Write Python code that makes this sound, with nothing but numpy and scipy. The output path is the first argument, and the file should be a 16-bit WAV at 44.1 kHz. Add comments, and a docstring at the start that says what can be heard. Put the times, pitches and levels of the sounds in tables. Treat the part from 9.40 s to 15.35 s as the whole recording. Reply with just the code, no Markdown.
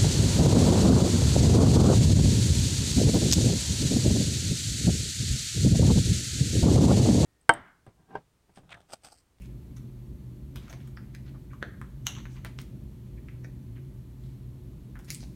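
"""A small clinic room, where thin exam gloves are pulled onto two hands a couple of metres away.
Rubber sticks and slips over the skin in short rubs, and small folds flip over as crinkles.
Fingers pop into place and stretched cuffs snap back, slapping out air and shaking the rubber.
Floor, walls and ceiling answer every snap; underneath runs a bed of ventilation rumble, hum and hiss."""
import sys
import numpy as np
from scipy import signal
from scipy.fft import rfft, irfft, next_fast_len
from scipy.io import wavfile
from scipy.ndimage import map_coordinates

SR = 44100
rng = np.random.default_rng(int(sys.argv[2]) if len(sys.argv) > 2 else 0)


def pcm_store(signal):
    """Save signal as 16-bit PCM."""
    levels = np.round(np.clip(np.atleast_2d(signal), -1, 1) * 32767)
    wavfile.write(sys.argv[1], SR, levels.astype(np.int16).T)


N = 262395

# The colour of the duct rumble. Each row: frequency in Hz, relative level in dB.
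RUMBLE_SPECTRUM = [(22, -44), (31, -18), (41, -7), (54, 2.5), (76, -4), (97, -10), (124, -1), (143, -5),
                   (154, -9.5), (200, -8), (300, -15.5), (390, -23), (480, -31), (610, -31), (1000, -68)]
# The colour of vent air and microphone hiss. Each row: frequency in Hz, relative level in dB.
HISS_SPECTRUM = [(410, -57), (700, 2.5), (747, 1), (798, 2), (863, 3), (958, 2), (1140, -1.5), (1420, -4),
                 (1820, -5), (4490, -8), (4860, -12), (5920, -10.5), (10500, -12), (11700, -7.5),
                 (16000, -15.5)]
# Strokes of rubber sliding over the hand. Each row: middle in seconds, half-width in seconds,
# level in dB, centre pitch in Hz, grip as the ring of each slip in cycles.
STROKES = [(0.026, 0.017, -66.5, 2570, 2), (0.039, 0.035, -70.5, 4640, 0.37),
           (0.369, 0.004, -58, 6060, 2.1), (1.174, 0.012, -57, 3060, 2.2), (1.254, 0.056, -63, 2330, 0.39),
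           (1.301, 0.0044, -54, 6020, 3.3), (1.304, 0.0092, -54.5, 670, 1.2),
           (1.314, 0.027, -65, 8460, 0.42), (1.339, 0.013, -64, 740, 0.67), (1.437, .055, -72, 2680, 0.29),
           (1.571, 0.004, -61.5, 5100, 5), (1.634, 0.012, -73, 1530, 1.6), (1.877, 0.017, -61, 2230, 0.43),
           (1.954, 0.011, -59, 1040, 0.58), (2.114, 0.009, -60.5, 1910, 1.6),
           (2.292, 0.024, -63, 1700, 2.3), (2.345, 0.011, -61, 1680, 2.1), (2.706, 0.02, -59, 1410, 0.6),
           (2.772, 0.02, -59.5, 1050, 1.4), (2.936, 0.035, -69, 5840, 0.94),
           (2.971, 0.019, -59.5, 1700, 0.51), (3.061, 0.011, -50, 1220, 0.29),
           (3.205, .018, -58.5, 4380, 0.41), (3.649, 0.21, -82, 2180, 0.54),
           (3.781, 0.0058, -63, 2060, 1.94), (4.048, 0.0073, -63.5, 5750, 2.5),
           (4.372, 0.014, -64.5, 2030, 0.8), (4.864, 0.061, -73.5, 4800, 0.42),
           (5.567, 0.012, -61.5, 1360, 0.83), (5.694, 0.0092, -54, 3500, 0.53),
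           (5.726, 0.018, -52, 10000, 0.66), (5.735, 0.025, -56.5, 4800, 0.51),
           (5.817, 0.019, -60, 5140, 1.2)]
# Rubber letting go against the skin. Each row: time in seconds, relative level in dB, patch pitch in Hz,
# patch ring in cycles, air slap in dB, slap pitch in Hz, tautness in dB, crack in dB, peel in dB,
# room send in dB. Slap, tautness, crack and peel are set against the snap's own level.
SNAP_HITS = [(0.021, -36.5, 2470, .8, -20, 500, -12, 1, 1, 3),
             (0.058, -38, 2120, .2, -20, 500, 1, -6, 1, -4),
             (0.369, -33.5, 1585, 0.28, -24, 500, -4, -5, 2, 5.5),
             (1.1592, -23, 1485, 0.15, -13, 810, -3, -2.5, -5.5, 3),
             (1.2812, -26, 1370, .7, -22, 500, -14, -20, -12, -5),
             (1.2985, -27.5, 1520, .2, -6, 750, -6, -14, -4, 2),
             (1.3044, -24.5, 1150, .3, -2, 650, -8, -25, -5, -1),
             (1.3284, -22, 1850, 0.29, 0.5, 800, -8.5, -12, -6, -0.5),
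             (1.336, -27.5, 970, 0.35, 5.5, 617, -3, -25, -13, -1),
             (1.3625, -36, 1500, 0.24, 0, 600, -12, -22, -9, -3),
             (1.405, -33.5, 2160, .24, -20, 503, -14, -15, -4, 2),
             (1.475, -37, 1520, 0.25, -14, 500, -5, 2.5, -2, 2),
             (1.5729, -17, 1640, 0.51, -19, 504, -20, -40, -8, -2),
             (1.7492, -18, 1880, 0.55, -12, 400, -9, -14.5, -4, -1.5),
             (2.134, -23, 1100, 0.37, -6, 600, -11.5, -25, -6, -1.5),
             (2.2266, -3, 1600, 0.8, -4, 403, -15.5, -32, -20, -3.5),
             (2.415, -16, 1370, 0.28, -14, 500, -20, -17, -19, -1.5),
             (2.668, -9.5, 1440, 0.26, -14, 900, 6.5, -2.5, -9, -2.5),
             (2.7512, -26.5, 1510, 0.24, -12, 500, 0, -18, -12, 3.5),
             (2.766, -29.5, 1280, .28, -18, 500, 2, -22, -9, 0),
             (2.785, -25, 1620, .22, -18, 500, -6, -28, -18, 0),
             (2.803, -28.5, 1610, 0.21, -19, 500, -5, -24, -10, -3),
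             (2.855, -19.5, 1570, 0.26, -19, 500, -16, -22.5, -19, -1.5),
             (3.0482, -14.5, 1690, 0.46, -5, 650, -10.5, -8.5, -17, -1),
             (3.1887, -14, 2400, 0.12, -13, 396, -14.5, -30, -10.5, -5),
             (3.216, -38.5, 2000, 0.16, -18, 500, 6, 11.5, -4, -2.5),
             (3.8858, -25, 2020, 0.43, -15, 496, -19, -30, -10, 1),
             (4.046, -22.5, 1996, .79, -4, 517, -17, -24, -2.5, -1),
             (5.5557, -24, 1450, 0.41, -14, 503, -16, -24, -6, 2),
             (5.5907, -30.5, 1190, 0.28, -2, 700, -8.5, -4, -14, 3.5),
             (5.6466, -44, 1800, .36, -10, 500, -2, 10.5, -2, 6),
             (5.6869, -29, 2100, 0.37, -1, 500, -3, -5, 4, 1),
             (5.7038, -16, 2220, 0.68, -17, 400, 2, 4.5, -19, 0),
             (5.806, -33, 2100, .2, -14, 700, 2, -10, -7, -2),
             (5.8303, -26, 1700, 0.16, 2, 785, -5.5, -22, -6, -3),
             (5.8369, -32.5, 1900, .2, -5, 750, 2, -10, -7, -3.5)]
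# Modes of a taut fold. Each row: pitch as a multiple of the patch's, relative level in dB, ring in cycles.
FOLD_MODES = [(2.1, -1, 0.93), (2.65, -5.5, 2.4)]
# Modes of the rolled rim. Each row: pitch in Hz, relative level in dB, ring in cycles.
RIM_MODES = [(6200, 1, 1.7), (7240, -6.5, 1.75)]
# Early reflections, from the arm to the far wall. Each row: delay in seconds, relative level in dB.
REFLECTIONS = [(.0009, -23), (.0058, -7.5), (.0067, -16.5), (.0107, -18), (.0127, -11), (.0141, -19),
               (.0222, -23), (.0283, -33.5)]
# The room's reverb tail. Each row: frequency in Hz, time to fall 60 dB in seconds.
ROOM_DECAY = [(300, 0.41), (1500, 0.18), (2400, 0.3), (3500, 0.29), (6500, 0.2), (10000, 0.25),
              (15000, 0.11)]

TOP_HZ = 16100  # the microphone's band limit


def amp(db):
    """Decibels to gain."""
    return 10 ** (np.asarray(db) / 20)


def unit(x):
    """Scale to rms 1."""
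    return x / np.sqrt(np.mean(x ** 2) + 1e-20)


def along(points, hz):
    """Read a curve of (Hz, value) points on a log frequency axis."""
    freqs, values = np.transpose(points)
    return np.interp(np.log(hz + 1), np.log(freqs + 1), values)


def filtered(x, response):
    """EQ x with a gain given as a function of frequency."""
    size = next_fast_len(len(x) + 8192)
    return irfft(rfft(x, size) * response(np.fft.rfftfreq(size, 1 / SR)), size)[:len(x)]


def noise(spectrum):
    """Coloured noise of rms 1."""
    return unit(filtered(rng.standard_normal(N), lambda hz: amp(along(spectrum, hz))))


def wobble(rate):
    """A smooth random curve with rate knots a second."""
    knots = rng.standard_normal(int(N * rate / SR) + 4)
    return map_coordinates(knots, [np.arange(N) * rate / SR])


def add(track, start_s, sound):
    """Mix a sound into the track."""
    index = round(start_s * SR) + np.arange(len(sound))
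    inside = (index >= 0) & (index < N)
    track[index[inside]] += sound[inside]


def room(x, tail_db, send_db=0, build_s=0.0008, corridor_db=-17.5, corridor_t60=1):
    """Slightly hollow direct sound, duller reflections and a tail new for each place of the hands."""
    hz, t, bands = signal.stft(rng.standard_normal(SR * 2 // 3), SR, nperseg=256)
    room_fade = amp(-60 * t / along(ROOM_DECAY, hz)[:, None])
    corridor_fade = amp(corridor_db - 60 * t / corridor_t60)  # through the open door
    tail = signal.istft(bands * (room_fade + corridor_fade), SR, nperseg=256)[1]
    tail *= 1 - np.exp(-np.arange(len(tail)) / SR / build_s)  # echoes take a moment to thicken
    early = np.zeros(len(tail))
    for delay_s, db in REFLECTIONS:
        early[round(delay_s * rng.uniform(.96, 1.04) * SR)] += amp(db + send_db)
    early = signal.lfilter(*signal.butter(1, 7300, fs=SR), early)
    early[0] += 1  # the direct sound
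    hollow_band = signal.lfilter(*signal.iirpeak(770, Q=3.4, fs=SR), early)
    early -= (1 - amp(-5.5)) * hollow_band  # a 5.5 dB scoop
    return signal.fftconvolve(x, early + amp(tail_db + send_db) * tail / np.linalg.norm(tail))


def drone(hz, wander_hz):
    """A tone of rms 1 whose pitch drifts with the turbulent air."""
    pitch_hz = hz + wander_hz * wobble(rate=22)
    return unit(np.sin(2 * np.pi * np.cumsum(pitch_hz) / SR))


def ventilation():
    """The bed: billowing duct rumble, a hum surging with the turbulence, a thin fan tone, faint hiss."""
    rumble = unit(amp(1.04 * wobble(rate=14)) * noise(RUMBLE_SPECTRUM))
    hum = amp(-49 + 5.5 * np.tanh(wobble(rate=10))) * drone(hz=126.25, wander_hz=7.83)
    fan = amp(-64.5 + 2.7 * wobble(rate=6.3)) * drone(hz=359.8, wander_hz=0.77)
    plain_hiss = noise(HISS_SPECTRUM)
    combed_hiss = room(noise(HISS_SPECTRUM), tail_db=-13)[:N]
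    hiss = unit(plain_hiss + amp(-2.5) * combed_hiss)
    return amp(-43.5) * rumble + hum + fan + amp(-68) * hiss


def flap(t, hz, cycles):
    """A damped rubber mode of energy 1 that swells and dies; cycles is the time constant of its ring."""
    age = t * hz / cycles
    ring = age ** 2 * np.exp(-age) * np.sin(2 * np.pi * hz * t)
    return ring / np.linalg.norm(ring)


def rubs(slips_per_s=2600, pitch_spread=0.24, scatter_db=3):
    """Sliding rubber sticks and slips in a swarm of tiny flaps; more grip narrows it towards a squeak."""
    track, t = np.zeros(N), np.arange(SR // 100) / SR
    for middle_s, half_s, db, hz, grip in STROKES:
        span_s = 4 * half_s  # fades included
        length, count = int(span_s * SR), int(span_s * slips_per_s)
        swarm = np.zeros(length + len(t))
        starts = rng.integers(0, length, count)
        for start, (pitch, size) in zip(starts, rng.standard_normal((count, 2))):
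            slip_hz = min(hz * np.exp(pitch_spread * pitch / grip), SR / 3)
            swarm[start:start + len(t)] += amp(scatter_db * size) * flap(t, slip_hz, grip)
        stroke = amp(db) * unit(swarm[:length]) * np.hanning(length)
        add(track, middle_s - span_s / 2, room(stroke, tail_db=-4.5))
    return track


def release(lead, peel_db, peel_s=0.0057, settle_s=0.0021, lead_in_s=0.006, lead_in_db=-18.5):
    """Rubber peels off the skin in tiny slips, lets go lead samples in and settles."""
    t = np.arange(-lead, lead) / SR
    fade_s = np.where(t < 0, peel_s * amp(peel_db), settle_s)  # cleaner snaps peel more briefly
    slips = rng.standard_normal(len(t)) ** 3 * np.exp(-np.abs(t) / fade_s)
    slips *= amp(peel_db) / np.linalg.norm(slips)
    # a faint noise swell just before the snap
    lead_in = rng.standard_normal(len(t)) * np.exp(-np.abs(t) / lead_in_s) * (t < 0)
    drive = slips + amp(lead_in_db) * lead_in / np.linalg.norm(lead_in)
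    drive[lead] += 1  # the main let-go
    return drive / np.linalg.norm(drive)


def crack(t, decay_s, band_hz):
    """The sharp smack of contact, energy 1: one tick with a brief sizzle behind it."""
    burst = rng.standard_normal(len(t)) * np.exp(-t / decay_s)
    burst /= np.linalg.norm(burst)
    burst[0] += amp(-7)
    burst = signal.sosfilt(signal.butter(2, band_hz, 'bp', fs=SR, output='sos'), burst)
    return burst / np.linalg.norm(burst)


def snaps():
    """Each snap slaps out trapped air and shakes a loose patch; tautness brings up the fold and rim."""
    track, t, lead = np.zeros(N), np.arange(SR // 25) / SR, SR // 50
    for at_s, db, patch_hz, ring, slap_db, slap_hz, taut_db, crack_db, peel_db, send_db in SNAP_HITS:
        slap = amp(slap_db) * flap(t, slap_hz, cycles=0.22)
        patch = flap(t, patch_hz, ring)
        fold = sum(amp(taut_db + mode_db) * flap(t, ratio * patch_hz, cycles)
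                   for ratio, mode_db, cycles in FOLD_MODES)
        rim_db = -3 + 1.54 * taut_db  # the rim gains faster than the fold as the rubber tightens
        rim = sum(amp(rim_db + mode_db) * flap(t, hz, cycles) for hz, mode_db, cycles in RIM_MODES)
        smack = amp(crack_db) * crack(t, decay_s=0.0007, band_hz=(5200, 15500))
        snap = signal.fftconvolve(slap + patch + fold + rim + smack, release(lead, peel_db))
        add(track, at_s - lead / SR, amp(db) * room(snap, tail_db=-4, send_db=send_db))
    return amp(-3) * track


def crinkles(folds_per_s=14, pitch_spread=0.41, boost_db=20.5, scatter_db=5, tick_db=-9):
    """Small folds flip over at random under a stroke, each a tiny flap with a tick on top."""
    track, t = np.zeros(N), np.arange(SR // 100) / SR
    for middle_s, half_s, db, hz, _ in STROKES:
        count = round(2 * half_s * folds_per_s)
        brightness = min(hz / 4500, 1) ** 2  # slack, low-pitched rubber ticks more softly
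        for when, pitch, size in rng.standard_normal((count, 3)):
            fold_hz = min(hz * np.exp(pitch_spread * pitch), SR / 3)
            fold = flap(t, fold_hz, cycles=0.69)
            tick = amp(tick_db) * brightness * crack(t, decay_s=0.0012, band_hz=(4000, 13500))
            gain = amp(db + boost_db + scatter_db * size)
            add(track, middle_s + when * half_s / 2, gain * room(fold + tick, tail_db=-7))
    return track


def scene():
    """The glove layers over the ventilation bed, in mono."""
    gloves = snaps() + rubs() + crinkles()
    return (gloves + ventilation())[None]


def record(dry):
    """The microphone passes nothing above its band limit."""
    return filtered(dry[0], lambda hz: hz < TOP_HZ)[None]


dry = scene()
out = record(dry)
pcm_store(out)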